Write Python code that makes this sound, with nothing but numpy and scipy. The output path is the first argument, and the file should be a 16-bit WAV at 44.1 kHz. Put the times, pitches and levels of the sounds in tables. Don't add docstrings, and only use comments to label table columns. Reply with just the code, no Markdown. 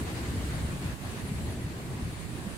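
import sys
import numpy as np
from scipy import signal
from scipy.fft import rfft, irfft, next_fast_len
from scipy.io import wavfile
from scipy.ndimage import uniform_filter1d, map_coordinates

SR = 44100
rng = np.random.default_rng(int(sys.argv[2]) if len(sys.argv) > 2 else 0)


def int16_out(signal):
    q = np.round(np.clip(np.atleast_2d(signal).T, -1, 1) * 32767)
    wavfile.write(sys.argv[1], SR, q.astype(np.int16))


N = 113337
TIME_S = np.arange(N) / SR


def amp(db):
    return 10 ** (np.asarray(db) / 20)


def unit(x):
    return x / np.sqrt(np.mean(x ** 2) + 1e-20)


def along(points, hz):
    points_hz, values = np.transpose(points)
    return np.interp(np.log(hz + 1), np.log(points_hz + 1), values)


def curve(points):
    return np.interp(TIME_S, *np.transpose(points))


def swell(middle_s, sigma_s):
    return np.exp(-((TIME_S - middle_s) / sigma_s) ** 2 / 2)


def wobble(rate_hz):
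    return map_coordinates(rng.standard_normal(N // 20), [TIME_S * rate_hz], mode="mirror")


def pan(db):
    return amp(np.array([[1], [-1]]) * db / 2)


def filtered(x, response):
    size = next_fast_len(N + SR // 2)
    return irfft(rfft(x, size) * response(np.fft.rfftfreq(size, 1 / SR)), size)[..., :N]


def rush(spectrum, correlation, patchy_db):
    def mid_side_gains(hz):
        angle = np.arccos(np.clip(along(correlation, hz), -1, 1)) / 2
        return amp(along(spectrum, hz)) * [np.cos(angle), np.sin(angle)]

    bins = signal.stft(rng.standard_normal((2, N)), nperseg=512)[2]
    patches = uniform_filter1d(rng.standard_normal(bins.shape[1:]), size=5, axis=0)
    patches = unit(uniform_filter1d(patches, size=8, axis=1))
    noise = signal.istft(bins * amp(patchy_db * patches), nperseg=512)[1][:, :N]
    mid, side = filtered(noise, mid_side_gains)
    return unit(np.array([mid + side, mid - side]))


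def resonance(centre_hz, width_hz):
    noise = rng.standard_normal((2, N))
    return unit(filtered(noise, lambda hz: 1 / (1 + ((hz - centre_hz) / width_hz) ** 2 / 2) ** 2))


# time in seconds, level in dB.
SURF_LEVEL = [(0, -42), (.55, -42.5), (.8, -43), (1.15, -44), (1.4, -45), (1.65, -46), (2.15, -46),
              (2.27, -47), (2.4, -46), (2.57, -46)]
# frequency in Hz, relative density in dB.
SURF_SPECTRUM = [(40, -20), (150, -7), (350, -3.5), (600, 1.5), (850, -1.5), (1100, -0.5), (1400, -3.5),
                 (1680, -1.75), (2400, -4.5), (3300, -8), (4400, -8.5), (5400, -14.5), (7000, -14),
                 (9500, -24), (15500, -39)]
# frequency in Hz, left-right correlation.
SURF_CORRELATION = [(200, 0.16), (450, 0.28), (750, 0.53), (1300, -0.098), (4000, -0.0029), (12000, -0.04)]


def surf():
    foam = rush(SURF_SPECTRUM, SURF_CORRELATION, patchy_db=1.2)
    level_db = curve(SURF_LEVEL) + 0.92 * wobble(rate_hz=28.28)
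    return amp(level_db) * foam * pan(db=0.64)


# frequency in Hz, relative density in dB.
FIZZ_SPECTRUM = [(4000, -29), (6300, -2), (9000, 2), (12200, 0.5), (13500, -1.5), (15700, -6)]


def fizz(below_surf_db=11.5):
    hiss = rush(FIZZ_SPECTRUM, SURF_CORRELATION, patchy_db=2.0)
    return amp(curve(SURF_LEVEL) - below_surf_db) * hiss * pan(db=0.5)


# time in seconds, level in dB.
BUFFET_LEVEL = [(0, -34.5), (.23, -38), (.32, -31.5), (.42, -33.5), (.5, -33), (.73, -33), (.78, -38),
                (.85, -32.5), (.91, -34.5), (.97, -42.5), (1.06, -34), (1.15, -43), (1.22, -38.5),
                (1.43, -32.5), (1.6, -38.5), (1.66, -35.5), (1.7, -38), (1.81, -41.5), (1.88, -36),
                (1.99, -39), (2.04, -35.5), (2.09, -34), (2.16, -39.5), (2.42, -41.5), (2.48, -39.5),
                (2.57, -41)]
FLUTTER_DRIVE = [(0, -39), (.33, -38), (.6, -41), (.9, -42.5), (.98, -44), (1.2, -39), (1.32, -40),
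                 (1.66, -41), (1.82, -40.5), (1.92, -38.5), (2.08, -43), (2.25, -43.5), (2.31, -40),
                 (2.37, -41), (2.46, -39.5), (2.57, -49)]
# frequency in Hz, relative density in dB.
BUFFET_SPECTRUM = [(15, -22), (28, -17), (42, -8), (70, 0), (120, -2), (190, -6), (260, -18.5), (400, -22),
                   (900, -58), (2000, -85)]
FLUTTER_SPECTRUM = [(50, -14), (120, 0), (170, -5.5), (230, -0.5), (320, -3.5), (450, -10.5), (700, -26),
                    (2000, -44)]
# time in seconds, left over right in dB.
BASS_BALANCE = [(.92, .5), (.96, -25), (1.06, -1.5), (1.19, -12), (1.27, 0.5), (2.13, 0), (2.25, -25),
                (2.47, -5), (2.53, -25)]


def wind(soft_limit_db=-22.5, left_lead_s=0.00009):
    correlation = [(100, 0.89)]
    balance = pan(curve(BASS_BALANCE))
    balance /= np.sqrt(np.mean(balance ** 2, axis=0))
    buffet_db = curve(BUFFET_LEVEL) + 0.5 * wobble(rate_hz=34.95)
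    buffet = amp(buffet_db) * rush(BUFFET_SPECTRUM, correlation, patchy_db=-1.0)
    flutter_db = curve(FLUTTER_DRIVE) + 1.3 * wobble(rate_hz=24.91)
    flutter = amp(flutter_db) * rush(FLUTTER_SPECTRUM, correlation, patchy_db=0.57)
    pressure = balance * (buffet + eddies()) + flutter
    rounded = pressure / (1 + (pressure / amp(soft_limit_db)) ** 4) ** (1 / 4)
    advance_s = np.array([[1], [-1]]) * left_lead_s / 2
    return filtered(rounded, lambda hz: np.exp(2j * np.pi * hz * advance_s))


# frequency in Hz, relative density in dB.
CHORUS_SPECTRUM = [(5500, -19), (7200, -6.5), (7850, 0), (8600, -2), (9400, -3.5), (10000, -6),
                   (10800, -8.5), (13000, -33)]
# time in seconds, level in dB.
FAR_BAND_LEVEL = [(0, -55), (.55, -53), (.9, -58), (1.45, -55), (1.68, -60), (2, -57), (2.57, -55)]
FAR_TRILL_LEVEL = [(0, -69), (.3, -65), (.9, -65.5), (1.6, -73), (1.85, -73), (2.1, -65), (2.57, -69)]


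def chorus():
    band_db = curve(FAR_BAND_LEVEL) + 0.7 * wobble(rate_hz=30)
    band = amp(band_db) * rush(CHORUS_SPECTRUM, correlation=[(8000, 0.08)], patchy_db=2.4)
    trill_db = curve(FAR_TRILL_LEVEL) + 2.6 * wobble(rate_hz=24)
    trill = amp(trill_db) * resonance(centre_hz=9560, width_hz=190)
    return (band + trill) * pan(db=1.5)


# middle in seconds, level in dB, pitch in Hz, left over right in dB.
WING_STROKES = [(.005, -53, 10400, -2), (.3, -60, 9200, 1), (.39, -68, 9500, -9), (.47, -59, 9300, 4),
                (.555, -54, 9200, 6), (.63, -56, 9500, -2), (.72, -58, 9300, 4), (.815, -57, 9900, 1),
                (.885, -58, 9400, 2), (1.05, -61, 10100, 5), (1.12, -58, 10000, 1), (1.195, -55, 10100, 1),
                (1.278, -52, 10200, 0), (1.36, -53.5, 10300, -1), (1.445, -55, 10500, 0),
                (1.53, -54.5, 10400, 0), (1.625, -56, 10400, 1), (1.94, -62, 9500, -3),
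                (2.04, -57.5, 9400, -4), (2.12, -56, 9350, 0), (2.205, -61, 9300, 4), (2.31, -66, 9300, 5),
                (2.43, -65, 10100, 9), (2.51, -58, 9800, 2)]


def crickets(tooth_hz=331, tooth_depth=0.72, rise_s=0.021, fall_s=0.016):
    out = np.zeros((2, N))
    strike_hz = tooth_hz * (1 + 0.082 * wobble(rate_hz=36))
    teeth = 1 + tooth_depth * np.sin(2 * np.pi * np.cumsum(strike_hz) / SR)
    for middle_s, level_db, pitch_hz, pan_db in WING_STROKES:
        stroke = swell(middle_s, np.where(TIME_S < middle_s, rise_s, fall_s))
        rasp = unit(teeth * resonance(pitch_hz, width_hz=450))
        out += amp(level_db) * pan(pan_db) * stroke * rasp
    return out


# middle in seconds, level in dB, band centre in Hz, swell sigma in seconds.
WAVELETS = [(.09, -45.5, 700, 0.016), (.18, -52, 4270, .03), (.52, -48, 1500, 0.026),
            (.91, -50.5, 1460, 0.03), (1.08, -58, 3580, .035), (1.301, -52, 2250, 0.048)]


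def splashes():
    out = np.zeros((2, N))
    for middle_s, level_db, centre_hz, sigma_s in WAVELETS:
        spray = resonance(centre_hz, width_hz=0.39 * centre_hz)
        out += amp(level_db) * swell(middle_s, sigma_s) * spray
    return out


def level_dip(start_s=0.95, end_s=1.007, ramp_s=0.054, floor_db=-5):
    half_s = ramp_s / 2
    return amp(curve([(start_s - half_s, 0), (start_s + half_s, floor_db),
                      (end_s - half_s, floor_db), (end_s + half_s, 0)]))


# middle in seconds, level before the soft limit in dB, pitch in Hz.
THUMPS = [(1.318, -28, 180), (1.648, -28, 95), (1.671, -29, 150), (2.033, -28, 75), (2.471, -28, 190)]


def eddies():
    out = np.zeros(N)
    for middle_s, level_db, pitch_hz in THUMPS:
        cycles = pitch_hz * (TIME_S - middle_s) + rng.random()
        out += amp(level_db) * swell(middle_s, sigma_s=0.0054) * np.sin(2 * np.pi * cycles)
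    return out


def scene():
    return level_dip() * (surf() + splashes() + wind() + crickets() + chorus()) + fizz()


def record(dry):
    return filtered(dry, lambda hz: hz < 15800)


dry = scene()
out = record(dry)
int16_out(out)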